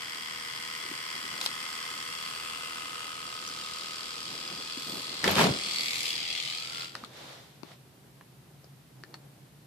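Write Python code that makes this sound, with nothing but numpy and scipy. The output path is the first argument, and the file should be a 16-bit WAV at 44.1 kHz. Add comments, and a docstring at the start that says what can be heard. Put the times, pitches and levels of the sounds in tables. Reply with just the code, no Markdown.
"""A rotary shaver buzzes on a carpet in a small cluttered room: its blades catch twice a turn, each catch
a beat and a rasp, while the gears whine and the housing and steel caps ring. It is picked up and held
towards a cat, which pads away. Loud knocks and a scrape jolt the microphones; the shaver passes close by
and is switched off. A low room hum, soft swishes and a few small handling clicks remain."""
import sys
import numpy as np
from scipy import signal
from scipy.fft import rfft, irfft, next_fast_len
from scipy.io import wavfile
from scipy.ndimage import map_coordinates

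SR = 44100
rng = np.random.default_rng(int(sys.argv[2]) if len(sys.argv) > 2 else 0)


def master(y):
    """Save y as 16-bit WAV."""
    cut = np.clip(np.atleast_2d(y).T, -1, 1)
    pcm = np.round(cut * 32767)  # scale
    wavfile.write(sys.argv[1], SR, pcm.astype(np.int16))


N = 426006
TIME = np.arange(N) / SR


def gain_of(db):
    """Decibels to gain."""
    return 10 ** (np.asarray(db) / 20)


def unit_rms(x):
    """Scales to unit rms."""
    return x / np.sqrt(np.mean(x ** 2) + 1e-20)


def eq_at(points, hz):
    """Reads a spectrum table on a log-frequency axis."""
    f, value = np.transpose(points)
    return np.interp(np.log(hz + 1), np.log(f + 1), value)


def curve(rows, column=1):
    """One column of an automation table at every sample."""
    columns = np.transpose(rows)
    return np.interp(TIME, columns[0], columns[column])


def drift(rate):
    """Random wander of unit size, with `rate` new values a second."""
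    return unit_rms(np.interp(TIME * rate, np.arange(N), rng.standard_normal(N)))


def swells(movements):
    """Envelope of movements that rise, hold and fade; where they overlap, their powers add."""
    power = np.zeros(N)
    for start_s, rise_s, hold_s, fade_s, db in movements:
        age = TIME - start_s
        fade = np.exp(-np.maximum(age - rise_s - hold_s, 0) / fade_s)
        power += (gain_of(db) * np.clip(age / rise_s, 0, 1) * fade) ** 2
    return np.sqrt(power)


def add(mix, s, sound):
    """Mixes a stereo sound in at time s."""
    part = mix[:, round(s * SR):][:, :sound.shape[1]]
    part += sound[:, :part.shape[1]]


def delayed(x, delay_s):
    """One channel through a moving delay."""
    return map_coordinates(x, [(TIME - delay_s) * SR], order=3)


def highpass(x, hz):
    """Third-order low cut."""
    return signal.sosfilt(signal.butter(3, hz, "high", fs=SR, output="sos"), x)


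def colour(x, db_at, size=4096):
    """Minimum-phase EQ whose gain in dB is the function db_at of frequency."""
    hz = abs(np.fft.fftfreq(size, 1 / SR))
    log_gain = np.log(gain_of(np.maximum(db_at(hz), -100)))
    taps = np.fft.ifft(np.exp(signal.hilbert(log_gain).conj())).real
    return signal.oaconvolve(x, taps[None], axes=1)[:, :x.shape[1]]


def ring(x, hz, width_hz):
    """One steady resonance."""
    return signal.lfilter(*signal.iirpeak(hz, hz / width_hz, SR), x)


def gliding_ring(x, hz, widths_hz):
    """A moving resonance: shift its centre down to zero, smooth once for each width, and shift back."""
    carrier = np.exp(2j * np.pi * np.cumsum(hz) / SR)
    band = x * carrier.conj()
    for pole in np.exp(-np.pi * np.array(widths_hz) / SR):
        band = signal.lfilter([1 - pole], [1, -pole], band)
    return 2 * (carrier * band).real


# Stereo image of the noises. Each row: frequency in Hz, left-right correlation.
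STEREO_LIKENESS = [(30, .7), (90, .96), (200, .94), (450, .6), (1000, .1), (4000, .1), (12000, .03)]
def noise(tone):
    """Coloured noise at two microphones, centred in the bass and wide in the treble."""
    size = next_fast_len(N)
    hz = np.fft.rfftfreq(size, 1 / SR)
    mid, side = rfft(rng.standard_normal((2, size)))
    likeness = eq_at(STEREO_LIKENESS, hz)
    mid, side = mid * np.sqrt(1 + likeness), side * np.sqrt(1 - likeness)
    spectrum = np.array([mid + side, mid - side]) * gain_of(eq_at(tone, hz))
    return unit_rms(irfft(spectrum, size)[:, :N])


def room(x, t60_s=0.12, size=12000):
    """Carpet and clutter leave a short, sparse tail."""
    t = np.arange(size) / SR
    echoes = rng.standard_normal((2, size)) * (rng.random((2, size)) < .05)
    taps = echoes * (t > .003) * gain_of(-60 * t / t60_s)
    return signal.oaconvolve(x, taps / np.linalg.norm(taps[0]), axes=1)[:, :N]


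# Colour of the room's air. Each row: frequency in Hz, gain in dB.
AIR_TONE = [(15, -55.5), (25, -64), (63, -5.5), (134, -10.5), (184, -5), (358, -8), (480, -16.5),
            (1550, -18.5), (4380, -21), (6350, -25.5), (13000, -23.5), (14500, -30)]
# The hum comes up as the microphones are raised. Each row: time in seconds, level in dB.
HUM_LEVEL = [(4.2, -68), (5.8, -60), (9.66, -57)]
def room_tone(air_db=-59.5, hum_hz=135, width_hz=20):
    """A bed of faint air and a low, wavering hum of narrow-band noise."""
    hum = ring(ring(noise(AIR_TONE), hum_hz, width_hz), hum_hz, 2 * width_hz)
    return gain_of(air_db) * noise(AIR_TONE) + unit_rms(hum) * gain_of(curve(HUM_LEVEL))


# Dull shuffles on the carpet, swishes as the shaver is lowered, and a rub into the sharpest click.
# Each row: start, rise, hold and fade in seconds, level in dB.
SHUFFLE_MOVES = [(1.08, 0.084, 0.32, 0.079, -53.5), (3.9, 0.57, .1, .1, -51),
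                 (4.86, 0.012, 0.082, 0.053, -43), (5.05, 0.067, 0.74, 0.27, -52),
                 (6.9, 0.058, 0.046, 0.2, -57.5), (8.85, 0.26, 0.054, 0.14, -57)]
SWISH_MOVES = [(6.92, 0.036, 0.023, 0.17, -50), (7.09, 0.083, 0.15, 0.14, -47),
               (7.62, 0.062, 0.051, 0.026, -54)]
RUB_MOVES = [(1.402, .004, 0.014, .01, -43), (1.425, 0.018, 0.014, 0.0028, -36.5)]
# Their colours. Each row: frequency in Hz, gain in dB.
SHUFFLE_EQ = [(40, -39), (100, -11), (170, -3.5), (280, -3), (450, -7), (800, -10.5), (3000, -30)]
SWISH_EQ = [(150, -29), (250, -4), (368, -1.5), (560, 1.5), (1000, -2.5), (2830, -6), (3640, -2),
            (6670, -13), (14000, -25)]
RUB_EQ = [(300, -11), (800, -2), (2000, -3), (4500, 0), (7000, -3), (14000, -9)]
def rustles(stir_running_db=-58, stir_after_db=-63.5, lumps_db=2.0):
    """Light friction: lumpy shuffling over a faint stir, smooth swishes and a crisp rub."""
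    stir = gain_of(stir_after_db + (stir_running_db - stir_after_db) * motor_gain())
    lumpy = noise(SHUFFLE_EQ) * unit_rms(gain_of(lumps_db * drift(rate=45)))
    shuffle = lumpy * np.hypot(stir, swells(SHUFFLE_MOVES))
    return shuffle + noise(SWISH_EQ) * swells(SWISH_MOVES) + noise(RUB_EQ) * swells(RUB_MOVES)


# Two strokes across the microphones. Each row: start, rise, hold and fade in seconds, gain in dB.
SCRAPE_STROKES = [(5.23, 0.018, 0.058, 0.08, -19.5), (5.358, 0.026, 0.11, 0.042, -15)]
# Colour of the grains. Each row: frequency in Hz, gain in dB.
SCRAPE_EQ = [(30, -39), (80, -4), (130, -4), (195, 6), (260, -0.5), (400, 0.5), (640, -1), (950, -1.5),
             (1600, -4), (2500, -0.5), (4500, -1), (6500, -6), (14000, -8)]
def scrape(bright_hz=1800, dull_hz=382, slows_at_s=5.45, slowing_s=0.011, grain_db=2.0, lag_samples=12):
    """Stick-slip grains that dull as the rubbing slows and reach the right side late."""
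    grains = unit_rms(noise(SCRAPE_EQ) * gain_of(grain_db * np.clip(drift(rate=530), -2, 2)))
    hz, t, spectra = signal.stft(grains, SR, nperseg=256)
    speed = (1 - np.tanh((t - slows_at_s) / slowing_s / 2)) / 2
    corner_hz = dull_hz + (bright_hz - dull_hz) * speed
    dulled = spectra / np.sqrt(1 + (hz[:, None] / corner_hz) ** 2)
    left, right = signal.istft(dulled, SR, nperseg=256)[1][:, :N]
    return np.array([left, np.roll(right, lag_samples)]) * swells(SCRAPE_STROKES)


def burst(db, hz, rise_s):
    """A few cycles that swell and die away: a padded thump when low, a steel snap when high."""
    t = np.arange(4000) / SR
    envelope = (t / rise_s * np.exp(1 - t / rise_s)) ** 2
    return gain_of(db) * envelope * np.sin(2 * np.pi * hz * t) * np.ones((2, 1))


def tink(db, hz, t60_s=0.02):
    """A small hard part rings briefly at one pitch."""
    t = np.arange(4000) / SR
    return gain_of(db - 60 * t / t60_s) * np.sin(2 * np.pi * hz * t) * np.ones((2, 1))


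def strike(body_db, body_hz, width_hz, crack_db, crack_hz, decay_s, pan_db, snap_db=-17, push_db=-19):
    """A blow with a brief rattle rings a body resonance and a bright crack, over a dull push."""
    t = np.arange(6000) / SR
    rattles = rng.standard_normal((3, len(t))) * np.exp(-t / decay_s) * .12
    blow, wide_rattle = rattles[0] + (t == 0), rattles[1:]
    body = ring(blow + wide_rattle * min(body_hz / 1200, 1), body_hz, width_hz)
    body = ring(body, body_hz, 2 * body_hz)
    body += gain_of(push_db) * ring(blow, hz=300, width_hz=500)
    chatter = blow + 10.0 * wide_rattle
    crack = ring(ring(chatter, crack_hz, width_hz=1300), crack_hz, width_hz=3900)
    crack += gain_of(snap_db) * ring(chatter, hz=6500, width_hz=4900)
    sound = gain_of(body_db) * body / abs(body).max() + gain_of(crack_db) * crack / abs(crack).max()
    return sound * gain_of([[pan_db / 2], [-pan_db / 2]])


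# Round thumps on the carpet and the microphones.
# Each row: start in seconds, level in dB, pitch in Hz, rise in seconds.
SOFT_THUMPS = [(0.851, -42, 320, .004), (0.912, -36.5, 313, .004), (4.772, -35, 276, .004),
               (4.865, -38, 237, 0.0041), (4.935, -33, 280, .004), (5.275, -21, 435, 0.0035),
               (5.373, -28, 105, 0.0066), (5.438, -23, 200, 0.0063), (5.502, -19.5, 135, 0.0037),
               (7.03, -40.5, 238, 0.0052), (9.036, -48, 330, .003)]
# Close by, single blade catches snap harder. Each row: start in seconds, level in dB, pitch in Hz.
BLADE_SNAPS = [(5.76, -25, 4380), (5.785, -23, 4440), (5.809, -18, 4560), (6.1545, -26, 4670),
               (6.3764, -25, 3230), (6.4009, -26, 3300), (6.5842, -29, 4420), (6.698, -28, 4580),
               (6.8105, -26, 4430)]
# Knocks on the microphones. Each row: start in seconds, body in dB and Hz, crack in dB and Hz.
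HARD_KNOCKS = [(5.242, -13, 1850, -13.5, 4750), (5.2785, -11.5, 1570, -12.5, 2970),
               (5.288, -15, 800, -28, 3000), (5.311, -17.5, 3970, -21, 13300),
               (5.3541, -24, 1020, -15.5, 3680), (5.383, -13.5, 980, -28, 3500),
               (5.394, -10.5, 870, -22, 3500), (5.411, -12.5, 960, -15, 3480),
               (5.441, -13.5, 800, -16, 4020), (5.469, -16, 597, -21, 3500)]
# Small things being handled. Each row: start in seconds, body in dB and Hz, body width in Hz,
# crack in dB and Hz, rattle decay in seconds, left over right in dB, ring in dB and Hz.
HANDLING_CLICKS = [(1.4132, -28, 1000, 600, -16, 3970, 0.002, 3, -44, 4150),
                   (1.4614, -25, 930, 500, -10.5, 4100, 0.0017, 2, -41, 4100),
                   (3.477, -50, 1500, 900, -25, 5940, .001, -3, -42, 5850),
                   (6.953, -23.5, 1430, 700, -24, 4700, 0.0011, 3, -32.5, 1280),
                   (7.038, -42, 1230, 300, -37, 3500, 0.002, -9, -30, 1250),
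                   (7.047, -46, 1500, 500, -31.5, 3670, 0.0027, 4, -46, 4350),
                   (7.633, -36.5, 323, 300, -42.5, 3900, 0.0013, 20, -62, 4300),
                   (7.717, -42, 1100, 1000, -46, 2000, 0.0036, 0, -58, 1200),
                   (8.211, -38.5, 795, 900, -64, 2000, 0.0031, 0, -66, 1800),
                   (8.643, -43.5, 400, 400, -44, 4900, 0.0026, 2, -66, 4350),
                   (9.0368, -34.5, 1200, 1200, -36, 4300, 0.00055, 6, -39, 1785),
                   (9.1415, -35, 1280, 1400, -34, 4300, 0.006, -0.5, -40, 4380)]
def impacts(room_db=-8.5):
    """Thumps are all body and blade snaps all crack; knocks and clicks have both."""
    out = np.zeros((2, N))
    for s, *thump in SOFT_THUMPS:
        add(out, s, burst(*thump))
    for s, db, hz in BLADE_SNAPS:
        add(out, s, burst(db, hz, rise_s=.0007))
    for s, body_db, hz, crack_db, crack_hz in HARD_KNOCKS:
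        add(out, s, strike(body_db, hz, 0.29 * hz, crack_db, crack_hz, decay_s=0.0031, pan_db=2.5))
    for s, *click, ring_db, ring_hz in HANDLING_CLICKS:
        add(out, s, strike(*click, snap_db=-15.5))
        add(out, s, tink(ring_db, ring_hz))
    return out + gain_of(room_db) * room(highpass(out, 250))


def motor_turns(full_speed_hz=40.529, shortfall_hz=.849, settle_s=2.12):
    """Running count of cutter turns as the motor creeps up to full speed."""
    return np.cumsum(full_speed_hz - shortfall_hz * np.exp(-(TIME / settle_s) ** 2)) / SR


def motor_gain(off_s=6.83, fade_db_per_s=133):
    """Full level until the motor is switched off, then a fast fade."""
    return gain_of(-fade_db_per_s * np.maximum(TIME - off_s, 0))


def hollow_shell(decay_s=.002, direct=.1, size=1600):
    """The shell smears a pulse, differently on each side, and keeps its spectrum flat."""
    decay = np.exp(-np.arange(size) / SR / decay_s)
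    smear = unit_rms(rng.standard_normal((2, size)) * decay) / np.sqrt(size)
    smear[:, 0] += direct
    spectrum = rfft(smear)
    return irfft(spectrum / abs(spectrum))[:, :size // 2]


# The two catches in a turn, the main one first. Each row: place in the turn from 0 to 1,
# beat gain in dB, beat low cut in Hz, rasp gain in dB, lead of the rasp in seconds.
BLADE_CATCHES = [(.285, 5, 497, -3, 0.0033), (.82, 3.5, 1620, 1, 0.0013)]
MAIN_CATCH = BLADE_CATCHES[0][0]
def blades(turns, slide_db, jitter_s=.00002, catch_s=0.00087, tick_db=6.5, tick_lag_s=0.00095, alike=0.3):
    """Each catch gives a beat of the same shape and a burst of rasp; the blades slide softly between."""
    beat, power = np.zeros((2, N)), np.zeros(N)
    age = np.arange(SR // 50) / SR / catch_s
    grind_shape = age ** 2 * np.exp(-age) / 2
    for place, beat_db, low_hz, rasp_db, lead_s in BLADE_CATCHES:
        when = np.interp(np.arange(int(turns[-1]) - 2) + place, turns, TIME)
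        late, strong, loose, harsh = np.clip(rng.standard_normal((len(when), 4)), -2, 2).T
        at = (when + jitter_s * late) * SR
        force = gain_of(beat_db + 1.5 * strong)
        sample, fraction = at.astype(int), at % 1
        pulses = np.bincount(sample, force * (1 - fraction), N)
        pulses += np.bincount(sample + 1, force * fraction, N)
        beat += signal.oaconvolve(highpass(pulses, low_hz)[None], hollow_shell(), axes=1)[:, :N]
        # the blade starts to grind just before it snaps free, a little differently each turn
        grind_at = abs((when - lead_s + .0003 * loose) * SR).astype(int)
        grinds = np.bincount(grind_at, gain_of(rasp_db + .8 * harsh) ** 2, N)
        power += signal.oaconvolve(grinds, grind_shape)[:N]
    envelope = np.sqrt(abs(power))
    centre = np.sqrt(alike) * rng.standard_normal((3, 1, N))
    grind, caps, slide = centre + np.sqrt(1 - alike) * rng.standard_normal((3, 2, N))
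    # only the catches are hard enough to make the steel caps tick, a moment later
    ticks = ring(caps * np.interp(TIME - tick_lag_s, TIME, envelope), hz=4700, width_hz=800)
    return beat, envelope * grind + gain_of(tick_db) * ticks + gain_of(slide_db) * slide


# The grip shifts the housing's ring. Each row: time in seconds, pitch in Hz.
HOUSING_GLIDE = [(5, 1266), (5.7, 1235), (6.5, 1215), (6.72, 1370)]
# Its level as the shaver is turned and gripped. Each row: time in seconds, level in dB.
HOUSING_LEVEL = [(0, -54), (1.1, -49.5), (1.7, -46), (2.3, -48), (2.85, -45), (3.6, -46.5), (4.4, -51),
                 (5.2, -53), (5.7, -50), (6.05, -54), (6.3, -62), (6.5, -53), (6.8, -51)]
def housing(turns, width_hz=34, onset_width_hz=500, spread_db=0.9, lag_samples=7):
    """Each main catch rings the plastic housing: a throbbing whine that reaches the right side late."""
    kicks = np.diff(np.floor(turns - MAIN_CATCH), prepend=-1) * gain_of(spread_db * drift(rate=40))
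    whine = unit_rms(gliding_ring(kicks, curve(HOUSING_GLIDE), [width_hz, onset_width_hz]))
    return np.array([whine, np.roll(whine, lag_samples)]) * gain_of(curve(HOUSING_LEVEL)) * motor_gain()


# The caps' song comes and goes with the angle of the head. Each row: time in seconds, level in dB.
CAPS_LEVEL = [(0, -54.5), (1.2, -54), (1.7, -51.5), (2.5, -52), (2.8, -63), (4, -62), (4.4, -55),
              (4.95, -49), (5.2, -56), (5.68, -45), (5.78, -52), (5.9, -49), (6, -58), (6.11, -45),
              (6.21, -58), (6.36, -54), (6.6, -63)]
def steel_caps(rasp, hz=3345, width_hz=70, waver_db=0.5, wander_hz=18):
    """The grinding keeps the thin steel caps singing, wavering in level and pitch."""
    waver = gain_of(waver_db * drift(rate=2.84))
    song = gliding_ring(rasp, hz + wander_hz * drift(rate=4), [width_hz, 2 * width_hz])
    return motor_gain() * gain_of(curve(CAPS_LEVEL)) * waver * unit_rms(song)


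# How the shaver is turned. Each row: time in seconds, pose (0 lying, 1 lifted, 2 held out, 3 close by).
POSE_PATH = [(1.1, 0), (2.1, .4), (2.6, 1), (3.05, 1.1), (3.6, 1.8), (4.4, 2), (5.5, 2.05), (5.85, 2.9),
             (6.5, 3), (6.75, 2.1)]
def by_pose(values):
    """Crossfades four values, one for each pose, as the shaver moves."""
    return np.interp(curve(POSE_PATH), np.arange(len(values)), values)


# Gear and motor tones. Each row: multiple of the cutter speed (played rounded to a whole number),
# then level in dB for each of the four poses.
GEAR_TONES = [(12, -58, -60, -61.5, -57.5), (49, -51.5, -59, -72, -75), (51, -53.5, -51, -58, -75),
              (57, -54.5, -74, -61, -55), (61, -54.5, -74, -54, -47.5), (82.5, -50, -53.5, -49, -56)]
def gears(turns, beat_gain, full_above_db=-44.0, waver_db=1.6):
    """Whines locked to the shaft throb together just after the main catch and fade with a weak beat."""
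    shaft = turns - MAIN_CATCH - .07 + 0.0012 * drift(rate=25)
    running = np.minimum(beat_gain / gain_of(full_above_db), 1)
    lead_cycles = np.array([[.22], [0]])  # each tone reaches the left side first
    out = np.zeros((2, N))
    for multiple, *levels_db in GEAR_TONES:
        level = gain_of(by_pose(levels_db) + waver_db * drift(rate=15))
        out += running * level * np.sin(2 * np.pi * (round(multiple) * shaft + lead_cycles))
    return out


# Resonances of the shaving head. Each row: centre in Hz, width in Hz, boost or cut in dB.
HEAD_RESONANCES = [(1500, 350, 2.5), (2050, 130, 2.5), (2400, 140, -1), (4300, 100, 1), (4650, 860, -5),
                   (7700, 450, 2), (13600, 870, 14)]
def head_db(hz):
    """The head's resonances as bell-shaped EQ bands."""
    return sum(db / (1 + (2 * (hz - centre) / width) ** 2) for centre, width, db in HEAD_RESONANCES)


# Two sweeping peaks in the rasp. 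Each row: time in seconds, centre in Hz, gain of the added band in dB.
LOW_SWEEP = [(0, 2000, -29), (1.7, 2000, -9), (2.15, 2100, -12), (2.3, 2650, -10), (2.6, 2730, -3),
             (3.05, 3030, -6), (3.3, 3100, -18), (5.55, 2400, -22), (5.75, 2230, -5), (6.02, 2230, -2),
             (6.07, 3250, -2), (6.2, 3280, -9), (6.37, 3270, 0), (6.48, 3130, 0), (6.62, 3070, -9)]
HIGH_SWEEP = [(0, 4700, -26), (1.9, 4650, -14), (2.3, 4400, 0), (2.8, 4600, -22), (3.7, 4840, -11),
              (4.5, 4860, -3), (5.1, 4300, 1), (5.6, 4400, -9.5), (5.72, 4400, 2), (5.81, 4560, 3),
              (5.87, 4300, -14), (5.95, 4080, -8), (6.04, 4730, -19), (6.13, 4800, -5), (6.27, 4730, -1),
              (6.38, 4300, -4), (6.45, 4100, -12), (6.53, 4150, 1), (6.6, 4550, 2), (6.69, 4600, -14)]
def aimed(x, width_hz=360):
    """The turning head aims two moving bands at the listener."""
    for sweep in LOW_SWEEP, HIGH_SWEEP:
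        x = x + gain_of(curve(sweep, 2)) * gliding_ring(x, curve(sweep), [width_hz])
    return x


# Two high shelves. Each row: time in seconds, treble gain in dB, further gain of the top sizzle in dB.
TREBLE_SHELVES = [(0, 1.5, 5.5), (2.5, 3, -0.5), (3.3, 2, -4), (4.702, 0, -2), (4.921, 2.5, 6),
                  (5.1, -2, 0), (5.6, 2, -15), (5.8, 2.5, 4), (6.08, 4.5, 1), (6.22, -2.5, 0),
                  (6.45, 2, -5), (6.8, -2, 2)]
def beamed(x, treble_hz=6000, sizzle_hz=12000):
    """The head beams its treble, so the highest bands swell and fade as it turns."""
    for column, hz in enumerate([treble_hz, sizzle_hz], start=1):
        top = signal.sosfiltfilt(signal.butter(3, hz, "high", fs=SR, output="sos"), x)
        x = x + (gain_of(curve(TREBLE_SHELVES, column)) - 1) * top
    return x


# Bounce off the nearest surface. Each row: time in seconds, delay in seconds, gain in dB.
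NEAR_BOUNCE = [(0, 0.0022, -33), (2, 0.0019, -14.5), (3, 0.0014, -36), (4.2, 0.0013, -24),
               (5.95, 0.00084, -19), (6.1, 0.001, -26), (6.28, 0.0015, -12), (6.45, 0.0014, -24),
               (6.6, 0.0012, -7), (6.8, 0.0015, -21)]
def reflected(x):
    """One reflection, whose path changes as the shaver moves, combs the buzz with shifting peaks."""
    bounce = np.array([delayed(side, curve(NEAR_BOUNCE)) for side in x])
    return x + gain_of(curve(NEAR_BOUNCE, 2)) * bounce


# Lag of the buzz on the right. Each row: time in seconds, delay in seconds.
RIGHT_LAG = [(0, .00004), (4.9, .00006), (5.6, .00024), (6.25, .00033), (6.8, .00027)]
def from_left(x):
    """The buzz comes from the left, more so as the shaver nears."""
    return np.array([x[0], delayed(x[1], curve(RIGHT_LAG))])


def stereo_tilt(x):
    """The upper mids lean left; the lows and the top lean right."""
    # Each row: frequency in Hz, left over right in dB.
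    balance = [(500, -1.5), (1100, -1.5), (2200, 4), (4000, 3.5), (8000, -6.0), (13000, -2.0)]
    left = colour(x[:1], lambda hz: eq_at(balance, hz) / 2)
    right = colour(x[1:], lambda hz: -eq_at(balance, hz) / 2)
    return np.vstack([left, right])


# Colour of the beat, duller than the rasp, then of the whole buzz in each pose.
# Each row: frequency in Hz, gain in dB.
BEAT_EQ = [(300, 1), (650, 1.5), (850, 7), (1030, 7), (1260, -3), (1520, 1), (2200, 3.5), (3400, 0.5),
           (5000, 1), (12000, -18)]
LYING_EQ = [(240, -26.5), (450, -17), (680, -15), (1050, -7), (1600, -8), (2000, -3.5), (2450, -9.5),
            (3200, -3), (3750, -12), (4800, -2), (6350, -16), (8300, -12.5), (11800, -22.5), (14500, -37.5)]
LIFTED_EQ = [(240, -17.5), (450, -12), (750, -13), (1030, -9.5), (1300, -6), (1750, -10.5), (2200, -10.5),
             (2750, -5), (3400, -7.5), (3900, -12), (4700, -5.5), (6300, -18), (8300, -13.5),
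             (11800, -22.5), (14500, -36)]
HELD_EQ = [(240, -17), (450, -8.5), (750, -15), (1150, -6), (1750, -11), (2500, -5.5), (3300, -2.5),
           (3800, -4), (4750, 0), (6250, -12.5), (7700, -10), (12000, -21), (14500, -36)]
CLOSE_EQ = [(240, -29), (450, -19.5), (800, -16.5), (1250, -16.5), (1600, -18), (2150, -6), (2800, -5),
            (3330, -4), (4700, -3), (6000, -13.5), (7700, -15), (12000, -25.5), (14500, -40)]
# Balance against the rasp, pose by pose. Each row: beat in dB, hiss between catches in dB.
POSE_BALANCE = [(0, -8.5), (-1, -8), (-6.5, -9.5), (-9.5, -11)]
# Fader ride as the shaver moves and passes close by. Each row: time in seconds, gain in dB.
BUZZ_FADER = [(0, -42.5), (1.6, -41.5), (3.2, -43.5), (3.6, -40.5), (4.9, -40.5), (5.55, -36),
              (5.78, -33.5), (6.1, -33), (6.2, -35), (6.36, -35), (6.5, -36.5), (6.68, -40.5),
              (6.81, -38.5)]
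def shaver(room_db=-12):
    """Beat and rasp leave the head coloured by its pose; housing, caps and gears ring along."""
    turns = motor_turns()
    beat_db, slide_db = map(by_pose, np.transpose(POSE_BALANCE))
    beat, rasp = blades(turns, slide_db)
    beat = colour(beat, lambda hz: eq_at(BEAT_EQ, hz))
    beat = colour(beat, head_db)
    rasp = aimed(colour(rasp, head_db))
    rasp_gain = gain_of(curve(BUZZ_FADER)) * motor_gain()
    beat_gain = rasp_gain * gain_of(beat_db)
    pose = curve(POSE_PATH)
    buzz = np.zeros((2, N))
    for k, tone in enumerate([LYING_EQ, LIFTED_EQ, HELD_EQ, CLOSE_EQ]):
        crossfade = np.maximum(1 - abs(pose - k), 0)
        for layer, gain in (beat, beat_gain), (rasp, rasp_gain):
            buzz += crossfade * gain * unit_rms(colour(layer, lambda hz: eq_at(tone, hz)))
    buzz = from_left(reflected(beamed(buzz)))
    buzz += gain_of(room_db) * room(buzz)
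    return stereo_tilt(buzz + housing(turns) + steel_caps(rasp) + gears(turns, beat_gain))


def scene():
    """The full mix; the small microphones barely take the deepest part of the blows."""
    return shaver() + highpass(impacts() + scrape(), 82) + rustles() + room_tone()


def record(dry, cutoff_hz=14800):
    """A steep high cut on the whole mix."""
    taps = signal.firwin(511, cutoff_hz, window=("kaiser", 9), fs=SR)
    return signal.oaconvolve(dry, taps[None], "same")


dry = scene()
out = record(dry)
master(out)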